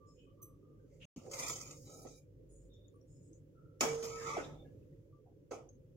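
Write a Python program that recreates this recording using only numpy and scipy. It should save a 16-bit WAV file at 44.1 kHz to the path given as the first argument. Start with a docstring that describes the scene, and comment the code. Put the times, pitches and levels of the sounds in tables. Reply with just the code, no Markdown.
"""A small kitchen, close to a two-port microphone: a metal ladle knocks and scrapes a steel pan of dry crumbs.
Grit and knocks push noise through the resonances of the pan; hard blows add wide shudders and dull thuds.
A lip mode hums, a small ring ticks in decaying sines, and faint rustles are short swells of narrow noise.
Beneath lies a burner rumble of patchy low noise with a few wavering tones. The sound drops out once."""
import sys
import numpy as np
from scipy import signal
from scipy.io import wavfile
from scipy.ndimage import uniform_filter1d

SR = 44100
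rng = np.random.default_rng(int(sys.argv[2]) if len(sys.argv) > 2 else 0)


def voltage_ratio(level):
    """Linear amplitude factor for a level in decibels (scalar or array-like)."""
    return 10 ** (np.asarray(level, float) / 20)


def wav_out(sig):
    """Save sig, one row per channel (or a flat mono array), as 16-bit PCM at SR to the path in sys.argv[1]."""
    wavfile.write(sys.argv[1], SR, np.round(np.clip(np.atleast_2d(sig).T, -1, 1) * 32767).astype(np.int16))


N = 262836
T = np.arange(N) / SR

# Borders between the six parts of the pan (base, bowl, wall, upper wall, rim, edge). Each entry: frequency in Hz.
PART_BORDERS_HZ = [830, 1650, 2750, 4250, 9300]


def evened(x):
    """Scales to rms 1."""
    return x / np.sqrt(np.mean(abs(x) ** 2) + 1e-20)


def read(points, hz):
    """Reads a table on a log-frequency axis."""
    f, value = np.transpose(points)
    return np.interp(np.log(hz + 1), np.log(f + 1), value)


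def drift(per_s, count):
    """Slow random curves: straight lines between normal random knots, per_s of them a second."""
    knots = np.arange(0, T[-1] + 1, 1 / per_s)
    return np.array([np.interp(T, knots, row) for row in rng.standard_normal((count, len(knots)))])


def ring(x, hz, width):
    """A complex one-pole resonance that keeps the power of white noise."""
    r = np.exp(-np.pi * width / SR)
    return np.sqrt(1 - r * r) * signal.lfilter([1], [1, -r * np.exp(2j * np.pi * hz / SR)], x)


def ports(z, turn):
    """The two ports hear one vibration with a phase difference of turn radians."""
    return np.sqrt(2) * np.array([z.real, (z * np.exp(1j * turn)).real])


def coloured(points, lo_hz, hi_hz):
    """Causal filter taps of energy 1 for the part of a spectrum between two edges."""
    hz = abs(np.fft.fftfreq(4096, 1 / SR))
    outside_hz = np.maximum(np.maximum(lo_hz - hz, hz - hi_hz), 0)
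    # past an edge the spectrum falls 1 dB every 4 Hz, by 50 dB at most
    log_gain = np.log(voltage_ratio(read(points, hz) - np.minimum(outside_hz / 4, 50)))
    # the Hilbert transform of the log gain gives the minimum phase
    taps = np.fft.ifft(np.exp(np.conj(signal.hilbert(log_gain)))).real[:2048]
    return taps / np.linalg.norm(taps)


def pan():
    """Each part rings its main modes, which wander in strength as the contact moves."""
    # Main modes of the steel pan. Each row: frequency in Hz, width in Hz, peak relative to its part in dB.
    pan_modes = [(287, 44, -5.5), (359.7, 37, -1.5), (416, 34, -0.5), (455, 25, 2.5), (518, 28, 1.5),
                 (557, 24, 0), (605, 31, -2.5), (685, 27, -6.5), (756, 38, -6.5), (890, 38, 2.5),
                 (939, 21, -2.5), (1047, 20, -6), (1152, 150, -3), (1216, 45, 0), (1298, 59, 3),
                 (1392, 74, -11.5), (2016, 120, -6), (2117, 67, -4), (2200, 65, -9), (2260, 69, -1),
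                 (2560, 65, -4), (3172, 160, -6), (3450, 250, -5.5), (3520, 86, -8), (3700, 300, -8.5),
                 (3906, 120, -5), (4570, 90, -8), (4683, 71, -5), (4980, 200, -8), (5150, 60, -5.5),
                 (5320, 79, -8.5), (5770, 150, -5.5), (6160, 50, -9), (5830, 69, -9), (6060, 44, -6.5),
                 (6470, 61, -0.5), (6390, 140, -3), (6694, 89, 2.5), (6930, 60, -3.5), (7070, 140, -4),
                 (7180, 24, -4.5), (7030, 36, 0.5), (7250, 48, -8), (7540, 56, -1), (7600, 37, -18.5),
                 (8230, 79, -7.5), (8760, 48, -12), (8980, 59, -17)]
    skirt = 3.5  # width of the second resonance, in mode widths: how far the flanks reach
    force = contact()
    out = patchy(thicket(force))
    part = np.searchsorted(PART_BORDERS_HZ, [hz for hz, *_ in pan_modes])
    power = np.array([width * voltage_ratio(db) ** 2 for _, width, db in pan_modes])
    wander = voltage_ratio(1.7 * drift(9.0, count=len(pan_modes)))
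    # phase between the ports in radians, leading or lagging, wandering too
    sides = rng.choice([-1., 1.], len(pan_modes))[:, None] * 1.63
    sides = sides + 0.95 * drift(12.0, count=len(pan_modes))
    for (hz, width, db), k, p, w, side in zip(pan_modes, part, power, wander, sides):
        mode = ring(force[k] * w, hz, width)
        steep = ring(mode, hz, skirt * width) * np.sqrt(np.pi * 1.6 * width / SR)
        share = p / power[part == k].sum()
        out += np.sqrt(share) * ports(steep, side * min(hz / 1100, 1))  # low modes differ less
    return out * voltage_ratio([[-.3], [.3]])


def contact():
    """Force on each part of the pan: uneven grains under each stroke, a blow and a short chatter at each knock."""
    # Strokes of the ladle, one table a stroke: how hard the grit rings the low, middle and high modes.
    # Each row: time in seconds, base level in dB, bowl level in dB, rim level in dB.
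    strokes = [
        [(0.85, -95, -100, -105), (0.93, -104, -100, -84), (0.99, -111, -104, -86), (1.06, -78, -96, -72.5)],
        [(1.16, -71, -74.5, -62), (1.2, -63.5, -74, -73.5), (1.296, -50.5, -80, -68), (1.33, -53.5, -58, -53.5),
         (1.506, -55, -51.5, -46.5), (1.544, -59, -63, -53.5), (1.734, -65.5, -68.5, -62),
         (1.82, -85, -103, -68), (1.876, -60.5, -70.5, -63), (2.026, -59.5, -110, -64),
         (2.064, -58, -64.5, -66), (2.11, -66.5, -83.5, -65), (2.176, -74.5, -105, -71),
         (2.23, -80.5, -110, -91)],
        [(3.81, -45, -38, -51.5), (3.83, -48, -44.5, -48), (4.014, -56, -63.5, -62.5), (4.044, -54, -53.5, -49),
         (4.068, -53.5, -57.5, -56.5), (4.2, -59, -60, -58), (4.306, -51.5, -46.5, -53),
         (4.35, -49, -50.5, -59.5), (4.375, -43, -45.5, -62), (4.442, -49.5, -61, -67.5),
         (4.526, -59, -66.5, -82), (4.66, -66, -98, -115), (4.75, -76, -110, -110)],
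        [(5.51, -52, -56, -71.5), (5.548, -50, -61, -66), (5.644, -65.5, -76, -103), (5.68, -63, -94, -105)],
    ]
    # Knocks and judders of the ladle.
    # Each row: time in seconds, base level in dB, rim level in dB, 1/e fade of the chatter in seconds.
    knocks = [(1.161, -66, -84, 0.00076), (1.264, -41, -84, 0.0059), (1.313, -65, -46, 0.0077),
              (1.333, -46, -41, 0.0059), (1.338, -50, -46, 0.0095), (1.388, -60, -41.5, 0.0062),
              (1.395, -44.5, -37, 0.0051), (1.422, -44, -44, 0.01), (1.433, -46, -38.5, 0.0029),
              (1.463, -59, -43, 0.002), (1.482, -68, -37, 0.0035), (1.497, -45, -42, 0.0087),
              (1.559, -52, -47, 0.0034), (1.567, -60, -48, 0.004), (1.611, -61, -45.5, 0.0049),
              (1.709, -53, -51.5, 0.0034), (2.051, -37, -84, 0.0018), (3.808, -31, -24, 0.0017),
              (3.833, -47, -34.5, 0.0045), (4.026, -46.5, -49.5, 0.014), (4.042, -45, -61, 0.0038),
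              (4.268, -39, -46.5, 0.0046), (4.368, -34.5, -87.5, 0.005), (5.509, -39.5, -58.5, 0.014),
              (5.519, -57.5, -59, 0.01)]
    # How a knock reaches the bowl: share of the way from base to rim level, offset in dB.
    bowl_share, bowl_offset_db = (0.49, -7)
    grains_per_s = 1600
    size = voltage_ratio(3.1 * np.minimum(rng.exponential(1, N), 4))
    grains = size * (rng.random(N) < grains_per_s / SR) * rng.choice([-1., 1.], N)
    grit = evened(evened(grains) + 0.32 * rng.standard_normal(N))
    grit *= voltage_ratio(0.47 * drift(60.0, count=1)[0])  # the ladle sticks and slips
    force = np.zeros((len(PART_BORDERS_HZ) + 1, N))
    for rows in strokes:
        s, *levels = np.transpose(rows)
        force += parts(*(np.interp(T, s, db, -200, -200) for db in levels)) * grit
    t = np.arange(3000) / SR
    for s, base, rim, fade_s in knocks:
        blow = 6.9 * (t == 0)
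        burst = rng.standard_normal(len(t)) * np.exp(-t / max(fade_s, 1e-4)) + blow
        bowl = base + bowl_share * (rim - base) + bowl_offset_db
        gains = parts(base, bowl, rim, wall_db=0.5)  # a knock shakes the wall more than grit does
        at = round(s * SR)
        force[:, at:at + len(t)] += gains[:, None] * burst
    return force


def parts(base, bowl, rim, wall_db=0):
    """Gains of all six parts of the pan from three levels in dB."""
    # Wall and upper wall follow bowl and rim; edge follows rim and falls slightly as bowl rises.
    # Each row: slope in dB per bowl dB, slope in dB per rim dB, level in dB when bowl and rim are at the middle level.
    followers = [(0.9741, 0.2372, -65.5), (0.46, 0.69, -73), (-0.2925, 1.3271, -74.5)]
    middle_db = -60
    wall, upper, edge = (a * (bowl - middle_db) + b * (rim - middle_db) + db for a, b, db in followers)
    return voltage_ratio(np.array([base, bowl, wall + wall_db, upper + wall_db, rim, edge]))


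def thicket(force):
    """Many lesser modes as short noisy tails; three sets take turns as the ladle moves round the pan."""
    # Spectrum of the lesser modes between the main ones. Each row: frequency in Hz, relative density in dB per Hz.
    lesser_modes = [(120, -29.5), (250, -8), (600, -6), (1300, -13.5), (1520, -44.5), (1640, -36),
                    (1760, -42.5), (2050, -29.5), (2450, -23.5), (2620, -38.5), (2770, -36.5),
                    (3050, -28.5), (3400, -45), (3700, -35.5), (4050, -37.5), (4220, -65.5), (4400, -35),
                    (4600, -37), (4860, -48), (5150, -25.5), (5500, -34.5), (5800, -24), (6880, -29.5),
                    (7700, -33), (8100, -37), (8500, -33.5), (10000, -42), (16000, -46)]
    part_db = (-11.5, -15.5, -5.0, -3.5, -6.0, -1.5)
    drive = np.zeros(N)
    for f, lo, hi, db in zip(force, [0] + PART_BORDERS_HZ, PART_BORDERS_HZ + [SR], part_db):
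        drive += voltage_ratio(db) * signal.oaconvolve(f, coloured(lesser_modes, lo, hi))[:N]
    t, out = np.arange(6000) / SR, np.zeros((2, N))
    fade = voltage_ratio(-60 * t / 0.17) + 0.69 * voltage_ratio(-60 * t / 0.0073)  # a slow and a fast t60, in seconds
    for k in range(3):
        shared, *own = rng.standard_normal((3, len(t))) * fade
        tails = 0.17 * shared + own
        turn = np.sqrt(2 / 3) * np.cos(np.pi * (4.0 * T + k / 3))
        out += signal.oaconvolve((drive * turn)[None], tails / np.linalg.norm(tails[0]), axes=1)[:, :N]
    return out


def patchy(x):
    """Above 1400 Hz, random patches about 170 Hz wide and 70 ms long rise and sink."""
    hz, t, z = signal.stft(x, SR, nperseg=1024, noverlap=768)
    field = rng.standard_normal((len(t), len(hz))).T
    for _ in range(2):
        field = uniform_filter1d(uniform_filter1d(field, 3, 0), 10, 1)
    gain = evened(voltage_ratio(5.5 * evened(field)))  # patch depth 5.5 dB rms
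    z = z * np.where((hz > 1400)[:, None], gain, 1)
    return signal.istft(z, SR, nperseg=1024, noverlap=768)[1][:, :N]


def thuds():
    """Dull thuds muffled by the crumbs: soft-edged bursts of a few cycles that sag in pitch."""
    # Each row: start in seconds, length in seconds, starting pitch in Hz, peak in dB ahead of the port balance.
    thud_rows = [(3.808, 0.0062, 580, -33), (3.831, 0.0084, 342, -34), (4.367, .012, 810, -33.5),
                 (4.377, 0.013, 435, -35), (4.386, 0.0092, 707, -38), (5.51, 0.017, 566, -40),
                 (5.533, 0.01, 874, -44)]
    sag = .3  # share of the pitch lost by the end
    out = np.zeros((2, N))
    for s, length, hz, db in thud_rows:
        u = np.arange(0, length, 1 / SR) / length
        z = np.sin(np.pi * u ** 0.84) * np.exp(2j * np.pi * np.cumsum(hz * (1 - sag * u)) / SR)
        at = round(s * SR)
        out[:, at:at + len(u)] += voltage_ratio(db) * ports(1j * z, 1.0) / np.sqrt(2)
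    return out * voltage_ratio([[-1.5], [1.5]])


def shudder():
    """Hard blows shake every mode at once: wide dying noise, its low part somewhat alike in both ports."""
    # Each row: time in seconds, low-part level in dB, high-part level in dB, t60 in seconds.
    blows = [(3.81, -37, -43.5, 0.37), (3.833, -47.5, -49, 0.3), (4.3, -61, -58, 0.41),
             (4.368, -49.5, -58.5, 0.39), (5.514, -55, -62, 0.33)]
    # Spectrum of the shaken pan. Each row: frequency in Hz, relative density in dB per Hz.
    shaken = [(120, -17), (280, 1.5), (700, 0.5), (1250, -5), (1400, -9.5), (1500, -1), (1750, 1.5),
              (1900, -3.5), (2800, -1), (3400, 0), (3800, -15), (4250, -12), (4700, -3.5), (5800, 0),
              (7200, -4), (9000, -13.5), (15000, -26.5)]
    split_hz = 1450
    out = np.zeros((2, N))
    for k, edges in enumerate([(0, split_hz), (split_hz, SR)]):
        shape = sum((T > s) * voltage_ratio(db[k] - 60 * np.maximum(T - s, 0) / t60) for s, *db, t60 in blows)
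        shared, *own = rng.standard_normal((3, N))
        noise = evened(own + 0.75 * (1 - k) * shared)
        out += signal.oaconvolve(shape * noise, coloured(shaken, *edges)[None], axes=1)[:, :N]
    return out


def hum():
    """One clean mode: the free lip of the pan hums after a blow until the ladle damps it."""
    # Each row: time in seconds, pitch in Hz, level in dB ahead of smoothing and the port balance.
    lip_path = [(3.85, 449, -43), (3.904, 455.7, -40.5), (4.146, 457.4, -50), (4.31, 460, -52),
                (4.34, 445, -69)]
    s, hz, db = np.transpose(lip_path)
    level = uniform_filter1d(voltage_ratio(np.interp(T, s, db, -200, -200)), 400)
    phase = 2 * np.pi * np.cumsum(np.interp(T, s, hz)) / SR
    return ports(level * np.exp(1j * phase), 0.7) * voltage_ratio([[-3], [2]])


def clink():
    """A small metal ring ticks twice: a bright crack of noise, then high modes dying away."""
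    # The two ticks. Each row: time in seconds, level in dB.
    ring_ticks = [(0.418, -54.5), (0.426, -45)]
    # Modes of the small ring. Each row: frequency in Hz, level relative to the tick in dB, t60 in seconds.
    ring_modes = [(5125, -50, 0.18), (6080, -26.5, 0.24), (6160, -13.5, 0.08), (8280, -32, 0.26),
                  (8220, -25, 0.11), (9780, -26, 0.12), (10000, -29, 0.23), (10960, -40, 0.15),
                  (11600, -32, 0.25), (11750, -33, 0.15), (14400, -9.5, 0.17), (14470, -27, 0.17),
                  (15360, -31, 0.06), (15700, -43, 0.07)]
    crack_db, crack_hz, crack_t60 = -17, 9000, .03  # level relative to the tick, low edge, seconds
    high = signal.butter(4, crack_hz, 'high', fs=SR, output='sos')
    out = np.zeros((2, N))
    for s, blow_db in ring_ticks:
        t = np.maximum(T - s, 0)
        crack = signal.sosfilt(high, rng.standard_normal((2, N)))
        out += (T > s) * voltage_ratio(blow_db + crack_db - 60 * t / crack_t60) * crack
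        for hz, db, t60 in ring_modes:
            fade = (T > s) * voltage_ratio(blow_db + db - 60 * t / t60)
            z = fade * np.exp(2j * np.pi * (hz * t + rng.random()))
            out += ports(z * np.minimum(t / 0.0022, 1), 1.3)  # 2.2 ms rise
    return out


def rustles():
    """Short uneven swells of narrow noise; the lower, the more alike the ports."""
    # Short faint swells of noise in narrow bands.
    # Each row: start in seconds, length in seconds, frequency in Hz, width of each of two resonances in Hz,
    # level in dB ahead of the swell shape.
    faint_swells = [(0, 0.15, 1168, 11, -68), (0.167, 0.21, 3020, 250, -79.5), (0.156, 0.19, 2524, 87, -83),
                    (0.264, 0.11, 1172, 38, -78), (0.369, 0.24, 1166, 82, -72.5),
                    (0.611, 0.27, 1196, 72, -80), (0.783, 0.11, 1536, 65, -88),
                    (0.895, 0.13, 2120, 350, -88), (0.998, 0.32, 2770, 740, -72.5),
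                    (1.163, 0.044, 249, 140, -48.5), (1.164, 0.12, 2700, 810, -78),
                    (1.4, 0.23, 3520, 79, -63), (1.4, 0.2, 3320, 84, -66.5), (1.408, 0.13, 4440, 150, -63),
                    (1.385, 0.23, 7030, 69, -51), (1.839, 0.4, 3886, 180, -72.5),
                    (1.852, 0.45, 2353, 120, -80), (1.867, 0.33, 1290, 60, -69),
                    (2.695, 0.24, 3656, 83, -70.5), (2.705, 0.23, 3495, 135, -76.5),
                    (2.897, 0.32, 9460, 65, -95.5), (3.087, 0.25, 7000, 220, -77.5),
                    (3.226, 0.18, 7800, 440, -75.5), (2.941, 0.091, 1150, 31, -76.5),
                    (3.546, 0.29, 1332, 75, -73.5), (3.8, 0.19, 1700, 370, -62),
                    (3.963, 0.19, 1600, 180, -75), (4.142, 0.42, 1730, 360, -59),
                    (4.07, 0.47, 6570, 200, -83), (3.84, 0.22, 148.9, 15, -49.5),
                    (4.076, 0.45, 1298, 11, -54.5), (4.246, 0.17, 1307, 40, -46.5),
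                    (4.3, 0.081, 1170, 62, -43), (4.381, 0.069, 1390, 330, -52),
                    (4.415, 0.19, 3620, 620, -67), (4.501, 0.18, 3570, 120, -77),
                    (4.642, 0.1, 1682, 59, -78), (4.66, 0.05, 2790, 84, -92), (4.655, 0.05, 2140, 220, -87),
                    (4.781, 0.016, 2620, 170, -91.5), (4.825, 0.016, 2610, 150, -85.5),
                    (4.926, 0.018, 1940, 120, -82.5), (4.968, 0.012, 1920, 140, -89.5),
                    (4.981, 0.016, 4700, 220, -90), (5.124, 0.094, 1174, 24, -75),
                    (5.253, 0.096, 715, 135, -70.5)]
    # Light taps that ring one high band.
    # Each row: start in seconds, level in dB ahead of the shape, frequency in Hz, width of each resonance in Hz.
    taps = [(0.808, -97, 6700, 330), (2.075, -63.5, 6400, 200), (2.093, -67, 6400, 500),
            (2.735, -89.5, 5620, 112), (2.734, -86, 6830, 108), (2.881, -89.5, 6800, 90.6),
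            (3.012, -88, 5640, 100), (3.329, -74, 6270, 332), (5.689, -71.5, 6400, 338)]
    # Crumbs slide softly off the ladle.
    # Each row: start in seconds, length in seconds, level in dB, brightness in dB per octave.
    slides = [(0.055, 0.25, -86, -24), (2.487, 0.23, -75, 12), (3.067, 0.39, -81, -6),
              (3.222, 0.21, -85.5, -4)]
    # Bands of a slide. Each row: frequency in Hz, width of each resonance in Hz, level relative to the slide in dB.
    slide_bands = [(5294, 170, -13), (6390, 120, -11.5), (6830, 89, -2), (7570, 220, -5), (8000, 310, -6.5),
                   (8700, 500, -8.5), (9470, 380, -10)]
    swell_rise, short_rise, tap_rise = 0.15, 0.04, 0.02  # shares of the length
    tap_s, tap_fall = 0.12, 2.9  # length in seconds, power of the fade
    alike_hz = 395  # well below this the ports hear nearly the same swell
    out = np.zeros((2, N))
    rows = [(*row, swell_rise if row[1] > .095 else short_rise, 1) for row in faint_swells]
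    rows += [(s, tap_s, hz, width, db, tap_rise, tap_fall) for s, db, hz, width in taps]
    pivot_hz = slide_bands[3][0]  # the brightness tilts about this band
    for s, length, db, tilt in slides:
        for hz, width, band_db in slide_bands:
            level_db = db + band_db + tilt * np.log2(hz / pivot_hz)
            rows.append((s, length, hz, width, level_db, swell_rise, 1))
    for s, length, hz, width, db, rise, fall in rows:
        at, size = round(s * SR), round(length * SR)
        a, b = rng.standard_normal((2, SR // 2))[:, :size + 6000]  # the extra lets the resonances settle
        right = a + (hz / alike_hz) * b
        narrow = np.array([evened(ring(ring(x, hz, width), hz, width).real)[-size:] for x in (a, right)])
        u = np.arange(size) / size
        # each tap starts with a short spike
        head = 1 + (fall > 1) * voltage_ratio(13) * np.exp(-u * length / 0.0027)
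        # above 2 kHz the level flickers, with 30 random knots a second
        flicker_db = 5 * np.interp(u * length * 30, np.arange(20), rng.standard_normal(20)) * (hz > 2000)
        shape = head * np.minimum(u / rise, 1) * (1 - u) ** fall
        out[:, at:at + size] += voltage_ratio(db + flicker_db) * narrow * shape
    return out


def kitchen(x):
    """Room tail: sparse taps of random sign, each band dying at its own speed."""
    # Decay of the room. Each row: frequency in Hz, t60 in seconds.
    room_decay = [(250, 0.44), (1000, 0.15), (4000, 0.34), (12000, 0.36)]
    taps = np.zeros((2, SR // 2))
    # one tap in every 20 samples
    at = np.arange(200, SR // 2 - 20, 20) + rng.integers(0, 20, (2, (SR // 2 - 201) // 20))
    np.put_along_axis(taps, at, rng.choice([-1., 1.], at.shape), 1)
    hz, t, z = signal.stft(taps, SR, nperseg=256)
    tail = signal.istft(z * voltage_ratio(-60 * t / read(room_decay, hz)[:, None]), SR, nperseg=256)[1]
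    return signal.fftconvolve(x.mean(0)[None], tail / np.linalg.norm(tail[0]), axes=1)[:, :N]


def rumble():
    """Low burner rumble: patchy low noise with a thin hiss above, and a few wavering tones."""
    # Spectrum of the rumble. Each row: frequency in Hz, relative density in dB per Hz.
    rumble_shape = [(30, -47.5), (42, -9.5), (70, -11.5), (110, -1.5), (150, -2.5), (215, -17), (285, -6),
                    (388, -11.5), (527, -9), (642, -31), (718, -38.5), (3340, -45), (4060, -50),
                    (6720, -46), (8410, -53.5), (15500, -47.5)]
    # How alike the ports hear it. Each row: frequency in Hz, correlation from -1 to 1.
    alike = [(60, 1), (180, 0.78), (550, 0.54), (1650, -0.41), (4970, -0.0076), (15000, -0.38)]
    # How it leans to the left port. Each row: frequency in Hz, left over right in dB.
    left_lean = [(60, -2), (180, 1.5), (550, -6.5), (1650, 2.5), (4970, -0.5), (15000, 3)]
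    # Wavering low tones. Each row: frequency in Hz, level in dB ahead of the swell.
    low_tones = [(48.4, -72.5), (102.3, -70.5), (145.3, -71.5)]
    # The rumble swells and sinks. Each row: time in seconds, gain in dB.
    swell = [(0.0, -3.5), (0.699, -3.5), (1.1, -2), (1.66, 3), (2.17, -1), (2.271, -2.5), (2.45, -0.5),
             (3.7, -1.5), (3.971, 1.5), (4.45, 6), (5.24, -2.5), (5.96, -1)]
    frames, hz = N // 512 + 5, np.fft.rfftfreq(2048, 1 / SR)
    a, b, c, d, patches = rng.standard_normal((frames, len(hz), 5)).T
    patches = evened(uniform_filter1d(uniform_filter1d(patches, 4, 0), 3, 1))
    same = np.clip(read(alike, hz), -1, 1)[:, None]
    left = a + 1j * b
    right = same * left + np.sqrt(1 - same ** 2) * (c + 1j * d)
    lean = voltage_ratio(read(left_lean, hz) / 2)[:, None]
    level_db = read(rumble_shape, hz)[:, None]
    patch_db = 2.9 * patches * (hz < 700)[:, None]
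    z = np.array([left * lean, right / lean]) * voltage_ratio(level_db) * voltage_ratio(patch_db)
    noise = voltage_ratio(-62.5) * evened(signal.istft(z, nperseg=2048, noverlap=1536)[1][:, :N])
    tones = np.zeros(N)
    for f, db in low_tones:
        narrow = ring(ring(rng.standard_normal(N), f, f / 25), f, f / 6).real
        tones += voltage_ratio(db) * evened(narrow)
    s, db = np.transpose(swell)
    return (noise + tones) * voltage_ratio(np.interp(T, s, db))


def scene():
    """Pan and thuds with their room tail, the other metal sounds and rustles, over the rumble."""
    metal = pan() + thuds()
    return metal + voltage_ratio(-16.5) * kitchen(metal) + shudder() + clink() + hum() + rustles() + rumble()


def band_thinning(x, under_db=6.0, sink=4.0, loud_db=-99):
    """While the treble is above loud_db, narrow bands well below their neighbours sink further."""
    hz, t, z = signal.stft(x, SR, nperseg=1024, noverlap=768)
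    power = uniform_filter1d(uniform_filter1d((abs(z) ** 2).mean(0), 3, 0), 10, 1)
    wide = uniform_filter1d(power, 22, 0)
    near_db, wide_db = (10 * np.log10(abs(p) + 1e-20) for p in (power, wide))
    treble = power[(hz > 4000) & (hz < 8000)].mean(0)
    loud = 10 * np.log10(abs(treble) + 1e-20) > loud_db
    # sink: dB of cut for each dB a band lies more than under_db below its neighbours
    cut_db = sink * np.clip(wide_db - near_db - under_db, 0, 12) * loud * (hz > 1400)[:, None]
    return signal.istft(z * voltage_ratio(-cut_db), SR, nperseg=1024, noverlap=768)[1][:, :N]


def band_limit(x):
    """A steep low-pass at the top of the band."""
    return signal.sosfilt(signal.butter(12, 16480, fs=SR, output="sos"), x)


def record(dry):
    """Thinning of weak narrow bands, a brief dropout, then the band limit at 16.3 kHz."""
    # Gain around the dropout, held before the first row and after the last. 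Each row: time in seconds, gain in dB.
    dropout = [(1.054, 4.5), (1.053, -58), (1.066, -46), (1.07, -97), (1.16, -90), (1.162, 2.5)]
    s, db = np.transpose(dropout)
    x = band_thinning(dry) * voltage_ratio(np.interp(T, s, db))
    low_pass = signal.firwin(511, 16300, window=("kaiser", 9), fs=SR)
    mix = signal.oaconvolve(x, low_pass[None], "same")
    return band_limit(mix)


dry = scene()
out = record(dry)
wav_out(out)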